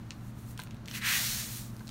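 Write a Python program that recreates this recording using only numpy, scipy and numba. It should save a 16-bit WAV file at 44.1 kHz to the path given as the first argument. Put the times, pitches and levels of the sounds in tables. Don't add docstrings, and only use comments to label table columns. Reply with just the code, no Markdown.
import sys
import numpy as np
from scipy import signal
from scipy.fft import rfft, irfft
from scipy.io import wavfile
from scipy.ndimage import uniform_filter1d
from numba import njit

SR = 44100
rng = np.random.default_rng(int(sys.argv[2]) if len(sys.argv) > 2 else 0)


def put_to_file(sound):
    columns = np.atleast_2d(sound).T
    safe = np.clip(columns, -1, 1)
    whole_steps = np.round(safe * 32767)
    wavfile.write(sys.argv[1], SR, whole_steps.astype(np.int16))


N = 83790
TIME = np.arange(N) / SR


def undb(db):
    return 10 ** (np.asarray(db) / 20)


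def unit(x):
    return x / np.sqrt(np.mean(x ** 2))


def unit_energy(x):
    return x / np.linalg.norm(x)


def curve(rows, column=1):
    rows = np.array(rows)
    return np.interp(TIME, rows[:, 0], rows[:, column])


def colour(x, points):
    hz, db = np.array(points).T
    bins_hz = np.maximum(np.fft.rfftfreq(2 * N, 1 / SR), 1)
    gain = undb(np.interp(np.log(bins_hz), np.log(hz), db))
    return irfft(rfft(x, 2 * N) * gain)[:N]


def wander(hz):
    hold = max(int(SR / hz), 2)
    steps = rng.standard_normal(N)[np.arange(N) // hold]
    return unit(uniform_filter1d(uniform_filter1d(steps, hold), hold))


@njit
def bandpass(x, hz, width):
    y, band_state, low_state = np.empty(len(x)), 0., 0.
    for i in range(len(x)):
        g = np.tan(np.pi * min(hz[i] / SR, .45))
        band = (band_state + g * (x[i] - low_state)) / (1 + g * (g + width))
        band_state = 2 * band - band_state
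        low_state += 2 * g * band
        y[i] = width * band
    return y


def grains(spectrum, per_second=30000, spread_db=2.5):
    hits = rng.random(N) < per_second / SR
    sizes = rng.standard_normal(N) * undb(spread_db * rng.random(N))
    return unit(colour(hits * sizes, spectrum))


# pitch in Hz, resting level in dB.
HUM_TONES = [(59.2, -66), (118.6, -46), (121.5, -60.5), (193.8, -57), (220.7, -51.5), (258.4, -62),
             (312.2, -63)]
# time in seconds, gain in dB.
HUM_FADER = [(0, 0.5), (.14, -3.5), (.26, -0.5), (.35, -2), (.52, 0), (.62, -6), (.72, 1), (.83, -5),
             (.97, 2.5), (1.1, -1.5), (1.35, -1), (1.62, -0.5), (1.9, 0)]


def machine_hum(waver_db=.5, waver_hz=8.48):
    hum = np.zeros(N)
    for hz, db in HUM_TONES:
        amplitude = np.sqrt(2) * undb(db + waver_db * wander(waver_hz))
        hum += amplitude * np.sin(2 * np.pi * (hz * TIME + rng.random()))
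    return hum * undb(curve(HUM_FADER))


# frequency in Hz, relative level in dB.
RUMBLE_EQ = [(20, -12.5), (40, -2.5), (58, 2.5), (80, -6), (105, 3), (150, -1.5), (220, -4.5), (300, -11.5),
             (450, -19.5), (800, -21), (1400, -22.5), (2200, -30.5), (4500, -36), (8000, -47), (15500, -53)]


def room_rumble(level_db=-46.5):
    return undb(level_db) * unit(colour(rng.standard_normal(N), RUMBLE_EQ))


# time in seconds, level in dB.
SIFT_LEVELS = [(0, -72.5), (.2, -69), (.28, -62.5), (.34, -73), (.39, -60), (.45, -64.5), (.51, -54),
               (.56, -70), (.63, -60.5), (.69, -74), (.84, -76), (1.72, -64.5), (1.9, -61.5)]
# frequency in Hz, relative level in dB.
SIFT_EQ = [(800, -15), (2500, -7), (5000, -3.5), (7000, -0.5), (12000, -2), (15500, 0)]


def sifting():
    return grains(SIFT_EQ) * undb(curve(SIFT_LEVELS))


# start in seconds, relative level in dB,
# body pitch in Hz, crisp edge in dB against the body.
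TICK_CUES = [(.1067, -20.5, 2950, -25), (0.5765, -28.5, 3860, -7), (0.5857, -38, 3500, -19),
             (0.5913, -30.5, 3020, 1), (.5992, -24.5, 4530, -9), (.6180, -30.5, 3140, -2),
             (0.636, -38, 4000, 8), (.6650, -42, 2180, -14), (0.672, -34, 1970, -18),
             (.7090, -31.5, 2870, -14), (.7450, -40.5, 3160, -3), (0.768, -41, 2980, -16),
             (0.8578, -31.5, 4500, -12), (0.8772, -33, 4500, 0), (0.8834, -23, 3870, -14),
             (0.8986, -41, 4000, 3), (0.9125, -22, 2900, -23), (0.939, -27, 2600, -18),
             (1.7660, -40.5, 8500, 3), (1.7943, -37, 4830, -16), (1.8719, -33, 5000, -18),
             (1.8787, -29.5, 4200, -15), (1.8915, -27, 4300, -16)]


def ticks(gain_db=4.5, crack_decay_s=.0009, dust_db=-19, dust_decay_s=.015):
    size = 2048
    out, t = np.zeros(N + size), np.arange(size) / SR
    envelope = np.exp(-t / crack_decay_s) + undb(dust_db) * np.exp(-t / dust_decay_s)
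    soften = signal.butter(4, 6900, fs=SR, output="sos")
    for start, db, body_hz, edge_db in TICK_CUES:
        crack = np.sign(rng.standard_normal(size)) * envelope
        ring = bandpass(crack, np.full(size, float(body_hz)), width=1.)
        body = unit_energy(signal.sosfilt(soften, ring))
        edge = undb(edge_db) * unit_energy(crack)
        i = int(start * SR)
        out[i:i + size] += undb(db + gain_db) * (body + edge)
    return out[:N]


# start in seconds, relative level in dB.
BUMP_CUES = [(0.5939, -32), (1.8074, -43)]
# pitch in Hz, relative level in dB, seconds to fade by 60 dB.
TABLETOP_MODES = [(690, -33, 0.018), (1009, -1, 0.051), (1400, 1.5, .015), (1543, 2, 0.033),
                  (2060, -7.5, 0.045), (4200, -10, 0.028)]


def finger_bumps():
    out = np.zeros(N)
    for start, db in BUMP_CUES:
        age = np.maximum(TIME - start, 0)
        for hz, mode_db, t60 in TABLETOP_MODES:
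            out += undb(db + mode_db - 60 * age / t60) * np.sin(2 * np.pi * hz * age)
    return out / 2


# time in seconds, relative levels in dB of skin and powder.
SWEEP_LEVELS = [(.86, -80, -78), (.885, -58, -61), (.928, -54, -54), (.95, -39, -45.5), (.984, -45, -45.5),
                (1.002, -52, -61), (1.024, -38.5, -58.5), (1.064, -29.5, -38.5), (1.10, -31.5, -35.5),
                (1.14, -30, -34), (1.185, -38, -35), (1.24, -42.5, -36.5), (1.40, -49.5, -40.5),
                (1.48, -54, -47.5), (1.575, -58, -46), (1.68, -80, -60), (1.76, -87, -75)]
# frequency in Hz, relative level in dB.
SKIN_EQ = [(300, -40), (650, -36), (1000, -12), (1400, -5), (1900, -2), (2600, -2.5), (3400, -6.5),
           (4200, -10), (6200, -16), (8000, -18), (16000, -26)]
POWDER_EQ = [(300, -18), (700, -7.5), (1500, -2), (2800, 0), (4300, 3.5), (6300, 1.5), (9200, -1),
             (11500, -1.5), (15500, 2)]
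# time in seconds, resonance in Hz.
HOLLOW_GLIDE = [(.94, 2700), (.985, 2200), (1.02, 1760), (1.08, 2000), (1.2, 2100)]
HEAP_GLIDE = [(1.05, 2700), (1.17, 3580), (1.28, 4300), (1.42, 5760), (1.55, 11900), (1.68, 7440)]


def sweep(skin_db=-.5, powder_db=3.5, catch_db=.5, catch_hz=87.6):
    in_contact = (TIME > SWEEP_LEVELS[0][0]) & (TIME < SWEEP_LEVELS[-1][0])
    soft_gate = uniform_filter1d(1. * in_contact, size=1500)
    flutter_db = catch_db * wander(catch_hz)
    skin, powder = grains(SKIN_EQ), grains(POWDER_EQ)
    hollow = .61 * bandpass(skin, curve(HOLLOW_GLIDE), width=.5)
    heap = .43 * bandpass(powder, curve(HEAP_GLIDE), width=1.)
    rub = unit(skin + hollow) * undb(curve(SWEEP_LEVELS, column=1) + skin_db + flutter_db)
    hiss = unit(powder + heap) * undb(curve(SWEEP_LEVELS, column=2) + powder_db + flutter_db / 2)
    return soft_gate * (rub + hiss)


def small_room(x, delay_s=.0095, echo_db=-20.5, echo_decay_s=.0024, tail_db=-16, tail_t60_s=.2):
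    t = np.arange(12000) / SR
    age = np.maximum(t - delay_s, 0)
    dull_noise = signal.lfilter([1], [1, -.5], rng.standard_normal(len(t))) * (t > delay_s)
    echo = undb(echo_db) * unit_energy(dull_noise * np.exp(-age / echo_decay_s))
    tail = undb(tail_db) * unit_energy(dull_noise * undb(-60 * age / tail_t60_s))
    return x + signal.fftconvolve(x, echo + tail)[:N]


def scene():
    background = machine_hum() + room_rumble()
    hands = sweep() + sifting() + ticks() + finger_bumps()
    mono = background + small_room(hands)
    return np.array([mono, mono])


# frequency in Hz, gain in dB.
MIC_EQ = [(3200, 0), (4200, 1.5), (4950, -1.5), (5600, 2.5), (7000, 3), (7700, 0.5), (8500, 3), (9400, 3.5),
          (10400, 0), (11300, 3.5), (15000, 0.5)]


def record(dry, cutoff_hz=15700):
    coloured = np.array([colour(channel, MIC_EQ) for channel in dry])
    lowpass = signal.ellip(10, .2, 70, cutoff_hz, fs=SR, output="sos")
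    return signal.sosfilt(lowpass, coloured)


dry = scene()
out = record(dry)
put_to_file(out)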